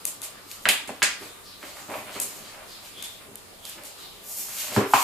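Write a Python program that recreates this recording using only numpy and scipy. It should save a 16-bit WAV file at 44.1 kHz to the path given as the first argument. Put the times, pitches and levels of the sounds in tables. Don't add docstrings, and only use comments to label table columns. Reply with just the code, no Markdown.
import sys
import numpy as np
from scipy import signal
from scipy.io import wavfile
from scipy.ndimage import uniform_filter1d

SR = 44100
rng = np.random.default_rng(int(sys.argv[2]) if len(sys.argv) > 2 else 0)


def convert_level_to_amplitude(level_db):
    exponent = np.asarray(level_db, float) / 20
    return 10 ** exponent


def digitize_waveform(pressure):
    field = np.atleast_2d(pressure).T
    bounded = np.clip(field, -1, 1)
    quanta = np.round(bounded * 32767).astype(np.int16)
    wavfile.write(sys.argv[1], SR, quanta)


N = 221900

# t/s, strength level/dB, pitch
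# f/Hz, # direct share level/dB
BROAD_BLOWS = [(.6551, -7, 1540, -3.5), (.658, -15.5, 685, -33), (.689, -2.5, 2350, -1.5),
               (.6883, -13, 8600, 11.5), (.876, -23, 1740, -17), (.875, -20, 7150, -10),
               (.893, -28.5, 590, -3.5), (1.02, -14, 1450, 2.5), (1.025, -4.5, 1750, -6.5),
               (1.0284, 0.5, 5570, -4), (1.629, -31, 1580, -2.5), (1.886, -26.5, 610, -14),
               (1.913, -28.5, 470, -11), (2.068, -29.5, 2040, -12), (2.074, -41, 800, -8),
               (2.154, -34, 665, -2), (4.485, -32, 1200, -10), (4.717, -27.5, 530, -25),
               (4.764, -9.5, 900, -6), (4.9375, -9, 5400, -3)]
# t/s, strength level/dB, panel f/Hz, direct share level/dB
PANEL_BLOWS = [(.9, -37.5, 264, 4), (1.034, -36, 595, -1.5), (1.938, -27.5, 870, -3.5),
               (1.941, -32.5, 2300, 1), (1.955, -36, 625, -4), (1.974, -28, 2120, -10),
               (2.615, -46.5, 600, -0.5), (4.766, -17.5, 117.2, -7), (4.774, -17.5, 410, -15),
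               (4.808, -26, 1100, -3), (4.936, -5, 972, -1.5), (4.939, -11, 2300, -6),
               (4.952, -19.5, 1050, 1), (4.996, -26, 984, -7)]
# t/s, strength level/dB
BODY_JOLTS = [(0.6559, -38), (0.688, -33.5), (.876, -41.5), (.893, -37), (1.022, -35), (1.214, -40.5),
              (1.63, -45), (1.885, -38.5), (1.912, -65), (1.975, -42), (2.154, -34.5), (2.97, -50.5),
              (3.276, -41), (3.314, -42), (3.767, -42), (4.718, -50), (4.763, -18.5), (4.773, -15),
              (4.936, -27.5), (4.953, -48)]
# f/Hz, level/dB, t60/s
BODY_MODES = [(97.4, -1, 0.069), (122.6, 2.5, 0.083), (211.3, 1.5, .12), (272.6, 1, 0.16), (328, 2, 0.13),
              (402, 1.5, 0.099), (488, -7.5, 0.11)]


def cabinet():
    out = np.zeros((2, N))
    for blows, q_factor in ((BROAD_BLOWS, 0.92), (PANEL_BLOWS, 2.17)):
        for s, shell_db, shell_hz, direct_db in blows:
            force = contact(chatter_ms=8.7, chatter_db=-9.5)
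            width_hz = shell_hz / q_factor
            shell = resonance(resonance(force, shell_hz, width_hz), shell_hz, width_hz)
            add(out, s, convert_level_to_amplitude(shell_db) * peak_one(shell) * convert_level_to_amplitude([[0], [direct_db]]))
    for s, body_db in BODY_JOLTS:
        body = ring(contact(chatter_ms=8.5, chatter_db=-13.5), BODY_MODES)
        add(out, s, convert_level_to_amplitude(body_db) * peak_one(body))
    return out


# t/s, held t/s, level/dB
SHAKES_OF_CONTENTS = [(.056, .008, -49), (.224, .008, -46.5), (.34, 0.056, -54), (1.224, 0.0054, -44),
                      (1.632, 0.0057, -41.5), (1.766, 0.0055, -41.5), (1.9, 0.058, -38.5),
                      (1.98, 0.031, -49), (2.07, 0.018, -41.5), (2.162, 0.0049, -37), (2.3, 0.24, -51.5),
                      (2.55, 0.096, -50), (2.7, .03, -62), (3.2, .03, -52), (3.776, 0.0041, -43),
                      (4.138, .05, -57), (4.496, 0.13, -50.5), (4.64, 0.067, -47.5), (4.715, 0.0094, -35.5),
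                      (4.8, 0.022, -32)]
# t/s, held t/s, level/dB
ROCKS_ON_FEET = [(.001, 0.19, -57), (.34, 0.038, -51), (.6, .04, -49), (1.22, .015, -40.5),
                 (1.6, 0.048, -68.5), (1.808, .015, -47), (1.916, 0.0041, -34), (1.96, 0.28, -52),
                 (2.25, 0.22, -49), (2.72, .012, -56), (2.93, 0.066, -57), (3.26, .07, -51),
                 (3.776, 0.0055, -41.5), (4.14, .012, -69), (4.406, .008, -49.5), (4.496, 0.01, -48),
                 (4.712, 0.0086, -34), (4.81, .02, -31)]
# f/Hz, level/dB, t60/s
SHELL_MODES = [(590, -3, 0.019), (907, 4.5, 0.0081), (1200, 9.5, 0.0043)]
# f/Hz, level/dB, t60/s
EDGE_MODES = [(1880, -14, 0.0044), (2200, 6, 0.0015), (3340, 7.5, 0.0038), (3730, 15, 0.0012),
              (5170, 14.5, 0.00063)]


def rattle():
    knocking = grains(per_s=600, spread_db=3)
    knocking = signal.sosfilt(signal.butter(4, 3000, fs=SR, output="sos"), knocking)
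    shell = rms_one(ring(knocking, SHELL_MODES))
    edge = rms_one(ring(knocking, EDGE_MODES[:2]))
    touches = rms_one(shell + convert_level_to_amplitude(-4) * edge)
    rocking = rms_one(ring(grains(per_s=300, spread_db=3), BODY_MODES))
    shake_gain = bursts(SHAKES_OF_CONTENTS, rise_db_per_s=798, fall_db_per_s=253, extra_db=-7)
    rock_gain = bursts(ROCKS_ON_FEET, rise_db_per_s=600, fall_db_per_s=337, extra_db=-11)
    return shake_gain * touches + rock_gain * rocking


# t/s, held t/s, hiss level/dB, grind level/dB relative to the hiss
SLIDING_STROKES = [(0.514, 0.0048, -41.5, -4), (.635, 0.02, -49, -14), (1.23, .012, -45, -3),
                   (1.63, 0.16, -49.5, -1), (1.79, 0.013, -49, -3), (1.96, 0.0087, -43, -11),
                   (2.137, .015, -43, 1.5), (2.25, 0.12, -42.5, -6), (2.455, 0.04, -49.5, 3.5),
                   (2.68, .06, -49, -6), (2.85, 0.014, -48, -3), (2.985, .008, -47.5, 2),
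                   (3.11, 0.023, -48.5, -5), (3.655, 0.036, -42.5, -5.5), (3.86, 0.019, -45, -2.5),
                   (3.99, .03, -48.5, 1), (4.285, 0.021, -37.5, -15), (4.37, 0.079, -35.5, -13.5),
                   (4.495, 0.059, -37, -8), (4.59, 0.027, -32.5, -4.5), (4.645, 0.046, -36.5, -5),
                   (4.73, 0.029, -33, -1.5), (4.92, 0.015, -34, -20), (4.94, .1, -29.5, -4)]
# lower f/Hz, upper f/Hz
FRICTION_BANDS = [(5400, 9600), (8800, 13800)]


def slide():
    slips = grains(per_s=5300, spread_db=3.5)
    hiss, dust = (rms_one(band_pass(slips, band)) for band in FRICTION_BANDS)
    grind = rms_one(ring(grains(per_s=4000, spread_db=2.5), EDGE_MODES[1:]))
    rates = (311, 313)
    grind_db = np.array(SLIDING_STROKES)[:, 3:]
    dust_db = -2 - 0.23 * grind_db
    friction = bursts(SLIDING_STROKES, *rates) * hiss
    friction = friction + bursts(SLIDING_STROKES, *rates, grind_db) * grind
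    friction = friction + bursts(SLIDING_STROKES, *rates, dust_db) * dust
    return convert_level_to_amplitude(-4.5 + 2.4 * drift(25)) * friction


# t/s, tip level/dB, tile level/dB, left-right pan level/dB, room share level/dB
CLAW_TOUCHES = [(0.0529, -12, -33, 5.5, 0.5), (0.2176, -22.5, -37.5, 7, 7), (0.514, -33.5, -39, 11, -8),
                (0.6888, -20.5, -47, -25, 14), (1.9024, -33, -45, 5, 5), (2.2006, -6, -27.5, 5, -3),
                (3.025, -20, -32, 5, 0.5), (3.3562, -27, -45, 1, -5), (3.652, -32.5, -40, -13, 1.5),
                (3.6963, -27, -55, 1.0, -12), (3.7066, -42, -46.5, -1.0, 9), (3.836, -30.5, -45, 3, 6.5),
                (4.586, -27.5, -37.5, 0.5, 10)]


def claws():
    direct, to_room = np.zeros((2, N)), np.zeros(N)
    for s, tip_db, tile_db, pan_db, room_db in CLAW_TOUCHES:
        force = contact(chatter_ms=1.6, chatter_db=3)
        tip = peak_one(band_pass(force, (6370, 13020)))
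        tile = peak_one(band_pass(force, (2300, 6020)))
        tick = convert_level_to_amplitude(tip_db - 1.0) * tip + convert_level_to_amplitude(tile_db + 5.5) * tile
        add(direct, s, tick[1] * convert_level_to_amplitude([[pan_db / 2], [-pan_db / 2]]))
        add(to_room, s, tick[0] * convert_level_to_amplitude(room_db + 10.0))
    return direct, to_room


# t/s, held t/s, airflow level/dB, nostril resonance at the start f/Hz
NOSE_SNIFFS = [
    (1.264, 0.019, -47, 3720),
    (1.461, 0.0079, -41, 4850),
    (1.54, .012, -49.5, 3950),
    (2.7, 0.042, -41, 4650),
    (2.979, .008, -36.5, 3300),
    (3.029, 0.027, -40.5, 3500),
    (3.639, 0.018, -43, 3270),
    (3.995, .06, -44, 3930),
]


def sniffs():
    rest_hz, relax_s = 3706, .09
    whistle_hz, broad_hz = 3170, 4430
    narrow, wide = (low_noise_pair(half_width_hz) for half_width_hz in (200, 850))
    t = np.arange(N) / SR
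    rows = np.array(NOSE_SNIFFS)
    current = np.maximum(np.searchsorted(rows[:, 0], t + .04) - 1, 0)
    s, held, db, start_hz = rows[current].T
    share = np.clip((start_hz - whistle_hz) / (broad_hz - whistle_hz), 0, 1) ** 2
    breath = np.sqrt(1 - share) * narrow + np.sqrt(share) * wide
    hz = rest_hz + (start_hz - rest_hz) * np.exp(-np.maximum(t - s, 0) / relax_s)
    phase = 2 * np.pi * np.cumsum(hz) / SR
    flow = bursts(NOSE_SNIFFS, rise_db_per_s=500, fall_db_per_s=236, extra_db=-7.5)
    return flow * (breath[0] * np.cos(phase) + breath[1] * np.sin(phase))


# f/Hz, t60/s
REVERB_TIME = [(100, 0.15), (300, 0.31), (1000, 0.39), (4000, 0.41), (12000, 0.23)]
# f/Hz, likeness/1
ECHO_LIKENESS = [(30, .6), (70, 0.88), (300, 0.96), (600, 0.9), (1200, 0.39), (2500, 0.21), (5000, 0.019),
                 (12000, 0.027)]
# f/Hz, level/dB
ECHO_COLOUR = [(100, -8), (270, -5.5), (450, 1), (1000, -1), (12000, 1.5)]


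def kitchen(x, build_s):
    t = np.arange(SR // 2) / SR

    def decay(hz):
        return convert_level_to_amplitude(at_hz(ECHO_COLOUR, hz) - 60 * t / at_hz(REVERB_TIME, hz))

    echoes = bands(len(t), ECHO_LIKENESS, decay)
    echoes = echoes * (1 - np.exp(-(t / build_s) ** 2))
    echoes = echoes / np.sqrt(np.sum(echoes ** 2) / 2)
    return convert_level_to_amplitude(-1) * signal.fftconvolve(x[None], echoes, axes=1)[:, :N]


# f/Hz, level/dB per Hz
AIR_SPECTRUM = [(14, -30), (22, 2.5), (70, -3.5), (140, -2.5), (330, 0.5), (540, 0.5), (900, -1.5),
                (1300, -2.5), (1900, -7), (2600, -6.5), (4200, -4), (6000, -7.5), (12000, -8.5),
                (15200, -14)]
# f/Hz, likeness/1
AIR_LIKENESS = [(60, 0.32), (180, 0.19), (550, 0.25), (1650, 0.028), (4970, 0.014), (15000, 0.04)]
# f/Hz, rms level/dB
COMPRESSOR_LINES = [(98, -65), (197, -68.5), (1180, -63.5)]


def background():
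    together = drift(3.65)

    def air_gain(hz):
        patchy_db = 2.8 * min(1, (1500 / hz) ** .4) * drift(13)
        return convert_level_to_amplitude(at_hz(AIR_SPECTRUM, hz) + 1.0 * together + patchy_db)

    air = rms_one(bands(N, AIR_LIKENESS, air_gain))
    t = np.arange(N) / SR
    hum = 0
    for hz, db in COMPRESSOR_LINES:
        level = convert_level_to_amplitude(db + 0.5 + 2.1 * drift(4.68))
        hum = hum + level * np.sin(2 * np.pi * hz * t + 1.63 * drift(29))
    return convert_level_to_amplitude(-46) * air + hum


def contact(chatter_ms, chatter_db):
    t_ms = np.arange(8000) / SR * 1000
    chatter = rng.standard_normal(8000) * (rng.random(8000) < .08)
    chatter = chatter * np.exp(-t_ms / max(chatter_ms, .1))
    touch = 1. * (t_ms == 0)
    return np.array([touch, touch + convert_level_to_amplitude(chatter_db) * chatter])


def grains(per_s, spread_db):
    sizes = convert_level_to_amplitude(spread_db * np.minimum(rng.exponential(1, N), 5)) * rng.choice([-1, 1], N)
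    return rms_one(sizes * (rng.random(N) < per_s / SR))


def resonance(x, hz, width_hz):
    r = np.exp(-np.pi * width_hz / SR)
    poles = [1, -2 * r * np.cos(2 * np.pi * hz / SR), r * r]
    return signal.lfilter([(1 - r * r) / 2, 0, (r * r - 1) / 2], poles, x + 1e-18)


def ring(force, modes):
    out = 0
    for k, (hz, level_db, t60) in enumerate(modes):
        width_hz = np.log(1000) / np.pi / t60
        out = out + (-1) ** k * convert_level_to_amplitude(level_db) * resonance(force, hz, width_hz) / width_hz
    return out


def bursts(rows, rise_db_per_s, fall_db_per_s, extra_db=0):
    t = np.arange(0, N + 50, 50) / SR
    s, held, db = (np.array(rows)[:, k, None] for k in range(3))
    before, after = np.maximum(s - t, 0), np.maximum(t - s - held, 0)
    db = db + extra_db - rise_db_per_s * before - fall_db_per_s * after
    gain = np.sqrt(np.sum(convert_level_to_amplitude(db) ** 2, axis=0))
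    return uniform_filter1d(np.interp(np.arange(N) / SR, t, gain), size=300)


def drift(rate):
    knots = rng.standard_normal(int(N / SR * 40) + 3)
    return np.interp(np.arange(N) / SR * np.clip(rate, .1, 39), np.arange(len(knots)), knots)


EDGES_HZ = 22 * 2 ** np.arange(0, 9.6, .5)


def bands(length, likeness, shape):
    out, white = 0, rng.standard_normal((2, 2, length))
    for k, (low, high) in enumerate(zip(EDGES_HZ, EDGES_HZ[1:])):
        band = signal.butter(2, [low, high], "band", fs=SR, output="sos")
        mid, side = signal.sosfilt(band, white[k % 2])
        hz = np.sqrt(low * high)
        alike = np.clip(at_hz(likeness, hz), 0, 1)
        out = out + shape(hz) * (np.sqrt(1 + alike) * mid + np.sqrt(1 - alike) * side * [[1], [-1]])
    return out


def low_noise_pair(cutoff_hz):
    low_pass = signal.butter(2, cutoff_hz, fs=SR, output="sos")
    return rms_one(signal.sosfilt(low_pass, rng.standard_normal((2, N))))


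def band_pass(x, band_hz):
    return signal.sosfilt(signal.butter(3, band_hz, "band", fs=SR, output="sos"), x)


def at_hz(points, hz):
    return np.interp(np.log(hz), np.log(np.array(points)[:, 0]), np.array(points)[:, 1])


def rms_one(x):
    return x / np.sqrt(np.mean(x ** 2) + 1e-20)


def peak_one(x):
    return x / np.abs(x[0]).max()


def add(track, s, sound):
    i = round(s * SR)
    track[..., i:i + sound.shape[-1]] += sound[..., :N - i]


def scene():
    fridge_to_room, fridge = cabinet() + rattle()
    ticks, ticks_to_room = claws()
    soft = slide() + sniffs()
    direct = ticks + convert_level_to_amplitude(3.5) * fridge * convert_level_to_amplitude([[-.7], [.7]]) + soft
    wall_echoes = convert_level_to_amplitude(5.5) * kitchen(fridge_to_room, build_s=0.0026)
    floor_echoes = kitchen(ticks_to_room + convert_level_to_amplitude(3.0) * soft, build_s=.014)
    return direct + wall_echoes + floor_echoes + background()


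def top_cut(x):
    return signal.sosfilt(signal.butter(12, 16650, fs=SR, output="sos"), x)


def record(dry):
    coloured = dry - .45 * resonance(dry, hz=5800, width_hz=1500)
    cut = signal.sosfilt(signal.cheby2(16, 50, 15350, fs=SR, output="sos"), coloured)
    ceiling = .95
    mix = ceiling * np.tanh(cut / ceiling)
    return top_cut(mix)


dry = scene()
out = record(dry)
digitize_waveform(out)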